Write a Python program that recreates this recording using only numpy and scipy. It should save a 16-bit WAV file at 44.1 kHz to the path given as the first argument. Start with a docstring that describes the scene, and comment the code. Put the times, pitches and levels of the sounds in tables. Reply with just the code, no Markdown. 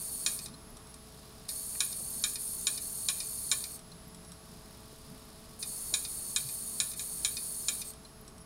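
"""An opened, failing hard drive, heard close up on a wooden desk beside a humming computer.
In three tries its heads scrape the platter, shaking their springs into a high hiss, while the arm
knocks on its stop and clacks as it turns round; each blow rings the arm and the casting.
Between tries the heads park: the motor whines, the arm ticks faintly and the coil chatters.
Fan hum, spindle rush and a few soft bumps lie underneath, and a small room answers the blows."""
import sys
import numpy as np
from scipy import signal
from scipy.fft import rfft, irfft, next_fast_len
from scipy.io import wavfile

SR = 44100
rng = np.random.default_rng(int(sys.argv[2]) if len(sys.argv) > 2 else 0)


def persist_wave(psi):
    """Save psi, clipped to +-1, as 16-bit WAV."""
    counts = np.round(np.clip(psi, -1, 1) * 32767).astype(np.int16)
    wavfile.write(sys.argv[1], SR, np.atleast_2d(counts).T)


N = 372761
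TIME = np.arange(N) / SR
LIFT_S = 0.03  # the heads lift off this long before they reach the ramp

# The heads' tries on the platter. Each row: landing in seconds, return to the ramp in seconds,
# relative level in dB, settling time in seconds, time at the rim in seconds.
TRIES = [(-0.1, 0.484, -42.3, 0.005, 0.11), (1.484, 3.791, -42, 0.0062, 0.17),
         (5.589, 7.935, -42, 0.075, 0.13)]
# The arm hits its stop. Each row: start in seconds, relative level in dB, rebound in dB against
# the hit, rebound delay in seconds.
KNOCKS = [(0.2621, -15, -7.5, 0.0049), (1.804, -15.5, -8.5, 0.0057), (2.2382, -15.5, -13, 0.006),
          (2.6686, -15.5, -12, 0.0059), (3.0855, -16, -6.5, 0.006), (3.5142, -14.5, -7.5, 0.0064),
          (5.9387, -15.5, -9.5, 0.006), (6.361, -16, -8.5, 0.0054), (6.8002, -16.5, -9, 0.006),
          (6.9934, -27, -10, 0.0062), (7.247, -16.5, -7, 0.007), (7.6833, -17, -8, 0.0061)]
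# The arm turns round or leaves its ramp. Each row: start in seconds, relative level in dB,
# change in the scraping in dB.
CLACKS = [(0.389, -28, -4), (0.4585, -29.5, 4), (1.489, -25.5, 1), (1.926, -31.5, -4.5),
          (2.3555, -25.5, -8), (2.7756, -26.5, -7), (3.202, -23.5, -0.5), (3.6387, -25.5, 0),
          (5.6263, -23, -8), (6.049, -26, -4), (6.4877, -30, 1), (6.9152, -34.5, -5), (6.935, -30.5, -13),
          (7.3682, -23, -0.5), (7.8158, -26.5, -7)]
# Modes of arm and casting. Each row: pitch in Hz, t60 in seconds before extra damping,
# then weight in dB in a knock, in a clack and in a tick.
MODES = [(594, 0.031, -33, -30, -30), (1096, 0.11, -22, -32, -26), (1209, 0.15, -30, -32, -19),
         (1458, 0.11, -23, -32, -32), (1662, 0.11, -23.5, -45, -31), (1750, 0.13, -25, -35, -44),
         (1865, 0.12, -31, -24.5, -38), (2313, 0.051, -13, -19, -41.5), (2397, 0.17, -22, -24, -32),
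         (2470, 0.067, -10.5, -11.5, -28), (3180, 0.037, -9.5, -31, -24), (3340, 0.037, -17, -22, -22),
         (3653, 0.028, 0.5, -2.5, -8.5), (3786, 0.018, -1, -2, -13), (4000, 0.02, 5, 0, -6),
         (4350, 0.02, -5.5, 4, -13), (4750, 0.024, -8, -11, -20), (4976, 0.026, -14, 3.5, -21),
         (5290, 0.016, 0.5, -2.5, -9), (5550, 0.015, -1.5, -14, -4), (5920, 0.02, -5.5, -0.5, -6.5),
         (6390, 0.021, -4, -9, -12.5), (6953, 0.03, 5, -18, -15), (7330, 0.0094, 0, -18, -10),
         (7924, 0.021, -5, -2, -10), (8010, 0.021, -6, -2.5, 0.5), (8940, 0.059, -2.5, -7, -4),
         (9475, 0.038, -1, 5.5, -9), (9450, 0.014, -28, 2, 8.5)]
# Once parked, the arm runs the same routine of ticks and squeaks. Each entry: start in seconds.
ROUTINES = [0.5397, 3.9172, 8.0493]
# The drive hunts and its coil chatters. Each row: start in seconds, end in seconds.
HUNTS = [(1.06, 1.48), (4.46, 5.58)]


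def gain_of(db):
    """Decibels to amplitude."""
    return np.exp(np.asarray(db) * (np.log(10) / 20))


def unit_rms(x):
    """Scales to rms 1."""
    return x / np.sqrt(np.mean(x ** 2) + 1e-20)


def eq_curve(points, hz):
    """Gain over frequency from rows of Hz and dB."""
    f, db = np.transpose(points)
    return gain_of(np.interp(np.log(hz + 1), np.log(f + 1), db))


def noise(count, gain):
    """Noise of rms 1, coloured by the function gain(Hz)."""
    size = next_fast_len(count)
    spectrum = rfft(rng.standard_normal(count), size) * gain(np.fft.rfftfreq(size, 1 / SR))
    return unit_rms(irfft(spectrum, size)[:count])


def wander(rate_hz):
    """Random drift of rms 1, moving at up to about the given rate."""
    steps = TIME * 2.5 * rate_hz
    return unit_rms(np.interp(steps, np.arange(N // 4), rng.standard_normal(N // 4)))


def add(mix, start, sound):
    """Drops a sound into the mix at a start in seconds."""
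    part = mix[max(round(start * SR), 0):][:len(sound)]
    part += sound[:len(part)]


def during(start, end, glide_s):
    """Gate: 1 between two times, with a straight fade at each end."""
    return np.clip(np.minimum(TIME - start, end - TIME) / glide_s + .5, 0, 1)


def swell(start, attack_s, hold_s, release_s):
    """Envelope from 0 to 1 and back."""
    return np.interp(TIME - start, np.cumsum([0, attack_s, hold_s, release_s]), [0, 1, 1, 0])


def at_rim(glide_s=0.03):
    """Rises from 0 to 1 as the heads ride the rim at the end of each try."""
    return sum(swell(end - rim_s, glide_s, rim_s, glide_s) for _, end, _, _, rim_s in TRIES)


def turn_dips(glide_s=0.021):
    """Change of the scraping in dB, mostly a dip, as the arm turns round at the rim."""
    return sum(dip_db * swell(start, glide_s, 0, glide_s) for start, _, dip_db in CLACKS)


def head_contact(lift_t60=0.085, surge_db=3.5, rim_db=-4.5):
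    """How hard the heads scrape: each knock shakes them into the platter; the rim is softer."""
    steady = np.zeros(N)
    for land, end, db, settle_s, _ in TRIES:
        landing = np.clip((TIME - land) / settle_s, 0, 1) ** 0.3
        lift_db = -60 * np.clip((TIME - end + LIFT_S) / lift_t60, 0, 2)
        steady += landing * gain_of(db + lift_db)
    hardest_db = max(knock[1] for knock in KNOCKS)
    surge = sum(gain_of(db - hardest_db) * swell(start, attack_s=0.01, hold_s=0.03, release_s=0.054)
                for start, db, _, _ in KNOCKS)
    return steady * gain_of(surge_db * surge + turn_dips() + rim_db * at_rim())


def head_scrape(gain_db=3, spin_hz=90, specks_per_s=90, whistle_db=2, hub_s=0.09):
    """Friction and specks shake the head springs; each swells on its own and with the arm's place."""
    # Resonances of head springs and platter. Each row: centre in Hz, width in Hz, weight in dB,
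    # then its change in dB in the last try, near the hub and at the rim.
    springs = [(3700, 120, -25, -1, 3, 3), (4320, 130, -11, -1, -1, 4), (4490, 130, -9.5, -1, -1, 3),
               (5330, 600, -20, -1, 0, 2), (6300, 150, -13, -1, -1, 3), (6950, 280, -12, -1, 3, 2),
               (7590, 200, -17, -1, 0, 2), (8310, 190, -6, 0, -2, 4), (8940, 130, -3.5, -1, 0, -1),
               (9480, 210, 2, -2, 1.5, -4), (10140, 150, -2.5, 1, 0, -2), (10700, 130, -2, -3, -3, -3),
               (11480, 300, -16, -2, -1, 2), (12600, 130, 0, -5, -3, -4), (13300, 260, -14, 6, -3, 1),
               (14480, 400, -17, -3, 1, 9)]
    # Broad friction hiss under them. Each row: frequency in Hz, relative density in dB.
    friction_eq = [(1000, -42), (3000, -33.5), (4600, -26.5), (5950, -31.5), (6600, -15.5), (7300, -30.5),
                   (8000, -15.5), (9100, -9), (10400, -12.5), (11100, -17.5), (12000, -21.5),
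                   (13000, -20.5), (16000, -19.5)]
    # fine grain, slower flutter and a slight ripple with each turn of the platter
    pressure_db = wander(1100) + 0.13 * wander(60) - 0.1 * np.sin(2 * np.pi * spin_hz * TIME)
    specks = 3 * rng.standard_normal(N) * (rng.random(N) < specks_per_s / SR)
    size = next_fast_len(N)
    f = np.fft.rfftfreq(size, 1 / SR)
    grit = rfft(rng.standard_normal(N) * gain_of(pressure_db) + specks, size)
    # the arm lingers near the hub after each knock
    hub = sum(np.interp(TIME - start, [0, hub_s / 2, hub_s], [1, 1, 0], left=0) for start, *_ in KNOCKS)
    deepest_dip_db = min(clack[2] for clack in CLACKS)
    rim = np.clip(at_rim() + turn_dips() / deepest_dip_db, 0, 1)
    last_try = TIME > TRIES[-1][0]
    hiss = irfft(grit * eq_curve(friction_eq, f), size)[:N]
    for hz, width, db, last_db, hub_db, rim_db in springs:
        spring = irfft(grit / (1 + (2 * (f - hz) / width) ** 2), size)[:N]
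        spring_db = db + last_db * last_try + hub_db * hub + rim_db * rim
        hiss += spring * gain_of(spring_db + whistle_db * wander(16))
    return gain_of(gain_db) * head_contact() * unit_rms(hiss)


def wavering_tone(hz, width_hz):
    """A sine of rms 1 whose pitch drifts around hz."""
    pitch = hz + width_hz / 2 * wander(width_hz + 2)
    return np.sqrt(2) * np.sin(2 * np.pi * np.cumsum(pitch) / SR)


def motors(whine_hz=10799, switch_s=0.035, rumble_db=-54.5):
    """Fans and motor hum, the motor's switching whines, the spindle rushes and the room murmurs."""
    # Hum of fans and motor. Each row: pitch in Hz, level in dB, width in Hz.
    hum_lines = [(59.8, -62.5, 4), (133.2, -65.5, 10.15), (171, -71.5, 6.21), (224.2, -66.5, 12.02),
                 (435, -65, 1.446), (652, -68, 1.99), (1129, -73.5, 14), (5180, -81, 20), (6550, -77, 3.8),
                 (12958, -83, 5)]
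    # Rush of the spindle. Each row: frequency in Hz, relative density in dB.
    rush_eq = [(1500, -8.5), (2800, -4), (3700, 1.5), (4400, 1), (5100, 4), (6100, -4), (7500, -3),
               (8700, -1.5), (10000, 1), (11200, -3.5), (13000, -7.5), (16000, -11)]
    # Rumble of room and spinning platter. Each row: frequency in Hz, relative density in dB.
    rumble_eq = [(12, -40), (20, 2), (45, -2.5), (59, -2), (85, -3), (119, -2.5), (214, -3.5), (325, -10),
                 (401, -11), (427, -9.5), (464, -18.5), (636, -11.5), (691, -14), (1140, -14),
                 (1740, -21.5), (3000, -27.5), (3900, -57), (6600, -120)]
    # Whine and rush fade as the microphone draws back. Each row: time in seconds, gain in dB.
    draw_back = [(5.6, 1), (8.05, 0.3), (8.45, -3.5)]
    hum = sum(gain_of(db) * wavering_tone(hz, width) for hz, db, width in hum_lines)
    hunting = sum(during(start, end, switch_s) for start, end in HUNTS)
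    scraping = sum(during(land, end - LIFT_S, switch_s) for land, end, *_ in TRIES)
    parked = 1 - hunting - scraping
    whine = gain_of(-63 * parked - 68 * hunting - 76 * scraping) * wavering_tone(whine_hz, width_hz=12)
    rush = gain_of(-60 * parked - 58.7 * (1 - parked)) * noise(N, lambda f: eq_curve(rush_eq, f))
    rumble = gain_of(rumble_db + 0.5 * wander(2)) * noise(N, lambda f: eq_curve(rumble_eq, f))
    closeness = gain_of(np.interp(TIME, *np.transpose(draw_back)))
    return hum + closeness * (whine + rush) + rumble


def ring(mode_db, rise_s, crack_db, crack_t60, scatter_rad=0, damping=1):
    """One blow on the drive: the modes of arm and casting ring out over a short dense crack."""
    # The dense small modes that make the crack. Each row: frequency in Hz, relative density in dB.
    crack_eq = [(100, -6), (900, -6.5), (2000, -2), (3000, 1.5), (3800, -8), (7000, 10.5), (9500, 8.5),
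                (11700, 5.5), (13000, -11), (16000, -10)]
    t = np.arange(SR // 8) / SR
    hz, t60 = np.transpose(MODES)[:2, :, None]
    uneven, detune, phase = rng.standard_normal((3, len(MODES), 1))
    decays = gain_of(np.array(mode_db)[:, None] + 0.8 * uneven - 60 * damping * t / t60)
    partials = decays * np.sin(2 * np.pi * hz * (1 + 0.0031 * detune) * t + scatter_rad * phase)
    polarity = (-1) ** np.arange(len(MODES))
    attack_rms = np.linalg.norm(partials[:, :SR // 300].std(1))
    metal = polarity @ partials / attack_rms
    crack = noise(len(t), lambda f: eq_curve(crack_eq, f)) * gain_of(crack_db - 60 * t / crack_t60)
    return (metal + crack) * (1 - np.exp(-(t / rise_s) ** 2))


def arm_knocks(gain_db=-4, last_touch_db=-17):
    """The arm strikes its stop, rebounds loosely and settles with a last light touch."""
    out = np.zeros(N)
    mode_db = [mode[2] for mode in MODES]
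    for start, db, rebound_db, delay in KNOCKS:
        # pressed against the stop, the arm damps the first ring
        hit = ring(mode_db, rise_s=0.00095, crack_db=-5.5, crack_t60=0.019, damping=1.15)
        add(out, start, gain_of(db + gain_db) * hit)
        for lag, touch_db in (delay, rebound_db), (1.8 * delay, last_touch_db):
            touch = ring(mode_db, rise_s=0.0013, crack_db=-5.5, crack_t60=0.072, scatter_rad=6.095)
            add(out, start + lag, gain_of(db + gain_db + touch_db) * touch)
    return out


def soft_bumps():
    """Dull puffs and swells of band-limited noise."""
    # Each row: start in seconds, length in seconds, centre in Hz, width in Hz, level in dB.
    puffs = [(.38, 0.067, 131, 48, -50.5), (.46, 0.12, 190, 140, -51), (1.747, .018, 1710, 2100, -50),
             (1.992, 0.028, 380, 740, -52), (2.14, 0.072, 201, 110, -51.5), (3.65, 1.3, 172, 9.2, -58.5),
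             (4.925, 0.013, 330, 440, -51), (5.07, .1, 199, 150, -49), (5.47, 0.02, 330, 330, -50.5),
             (5.92, 0.022, 350, 730, -47), (6.39, 0.13, 132, 28, -51)]
    out = np.zeros(N)
    for start, length, hz, width, db in puffs:
        band = noise(2 * SR, lambda f: 1 / (1 + (2 * (f - hz) / width) ** 4))[:int(length * SR)]
        add(out, start, gain_of(db) * unit_rms(band) * np.hanning(len(band)))
    return out


def rattles(events, blow, length_s, gain_db, bounce_db, bounces=4):
    """Each event (seconds, dB) is one contact followed by a few weaker ones as the arm shakes."""
    out = np.zeros(N)
    for start, db in events:
        add(out, start, gain_of(db + gain_db) * blow)
        for share in (np.arange(bounces) + rng.random(bounces)) / bounces:
            add(out, start + share * length_s, gain_of(db + gain_db + bounce_db - 8.3 * share) * blow)
    return out


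def arm_clacks():
    """The arm rattles as it turns round or leaves its ramp."""
    blow = ring([mode[3] for mode in MODES], rise_s=0.00082, crack_db=-5, crack_t60=0.028, damping=1.17)
    return rattles([clack[:2] for clack in CLACKS], blow, length_s=0.008, gain_db=-7.5, bounce_db=-5.5)


def arm_ticks():
    """The arm touches its ramp after each try, then twitches through its routine."""
    # Light twitches. Each row: seconds into the routine, relative level in dB.
    twitches = [(0, -39.5), (0.2287, -34), (0.3304, -39.5), (0.401, -32)]
    blow = ring([mode[4] for mode in MODES], rise_s=0.0007, crack_db=-1, crack_t60=0.012, damping=1.7)
    events = [(end, -35) for _, end, *_ in TRIES]
    events += [(start + lag, db) for start in ROUTINES for lag, db in twitches]
    return rattles(events, blow, length_s=0.0042, gain_db=-9, bounce_db=-5)


def squeak(length_s, hz, rough=0.086):
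    """A short swelling tone, roughened by a drifting phase."""
    t = np.arange(int(length_s * SR)) / SR
    drift = rough * np.cumsum(rng.standard_normal(SR // 10))[:len(t)]
    return np.sqrt(2) * np.sin(np.pi * t / length_s) * np.sin(2 * np.pi * hz * t + drift)


def voice_coil(steps_per_s=38, jitter_s=0.006, uneven_db=1.5):
    """The coil squeaks on single moves and chatters in quick uneven steps while hunting."""
    # Single squeaks. Each row: seconds into the routine, length in seconds, pitch in Hz, level in dB.
    chirps = [(-0.003, 0.018, 4160, -52), (0.16, 0.01, 12060, -55), (0.345, 0.04, 10100, -55),
              (0.348, 0.036, 5600, -66)]
    out = np.zeros(N)
    for start in ROUTINES:
        for lag, length, hz, db in chirps:
            add(out, start + lag, gain_of(db) * squeak(length, hz))
    for start, end in HUNTS:
        steps = np.arange(start, end, 1 / steps_per_s)
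        for step, chance in zip(steps, rng.standard_normal((len(steps), 5))):
            late, top_accent, accent, mid_bend, body_bend = chance
            when = step + jitter_s * late
            top = squeak(0.01, 12060, rough=0.1)
            mid = squeak(0.009, 9500 * (1 + 0.04 * mid_bend), rough=0.2)
            body = squeak(0.009, 4700 * (1 + 0.1 * body_bend), rough=0.25)
            add(out, when, gain_of(-63.5 + uneven_db * top_accent) * top)
            add(out, when, gain_of(-60 + uneven_db * accent) * mid)
            add(out, when, gain_of(-62 + uneven_db * accent) * body)
    return out


def room(x, near_db=-8.5, near_t60=0.083, far_db=-15.5, far_t60=0.41, dull_hz=5000):
    """Dulled echoes: desk and monitor scatter the sound at once, and the small room rings on."""
    out = np.zeros(N)
    t = np.arange(SR // 2) / SR
    pole = np.exp(-2 * np.pi * dull_hz / SR)
    # four echo patterns crossfade as the microphone moves
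    for place in np.linspace(0, 1, num=4):
        near, far = rng.standard_normal((2, len(t)))
        near = unit_rms(near * gain_of(-60 * t / near_t60) * (t > 0.002))
        far = unit_rms(far * gain_of(-60 * t / far_t60) * (t > 0.009))
        echoes = (gain_of(near_db) * near + gain_of(far_db) * far) / np.sqrt(len(t))
        echoes = signal.lfilter([2 * (1 - pole)], [1, -pole], echoes)
        crossfade = np.cos(np.pi / 2 * np.clip(3 * abs(TIME / TIME[-1] - place), 0, 1))
        out += signal.oaconvolve(x * crossfade, echoes)[:N]
    return out


def scene():
    """The arm's blows in the room, over scraping, coil, motors and soft bumps, in mono."""
    arm = arm_knocks() + arm_clacks() + arm_ticks()
    return (arm + room(arm) + head_scrape() + voice_coil() + motors() + soft_bumps())[None]


def record(dry):
    """A steep low-pass takes off the air above 15.8 kHz."""
    low_pass = signal.firwin(511, 15800, window=("kaiser", 9), fs=SR)
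    return signal.oaconvolve(dry, low_pass[None], "same")


dry = scene()
out = record(dry)
persist_wave(out)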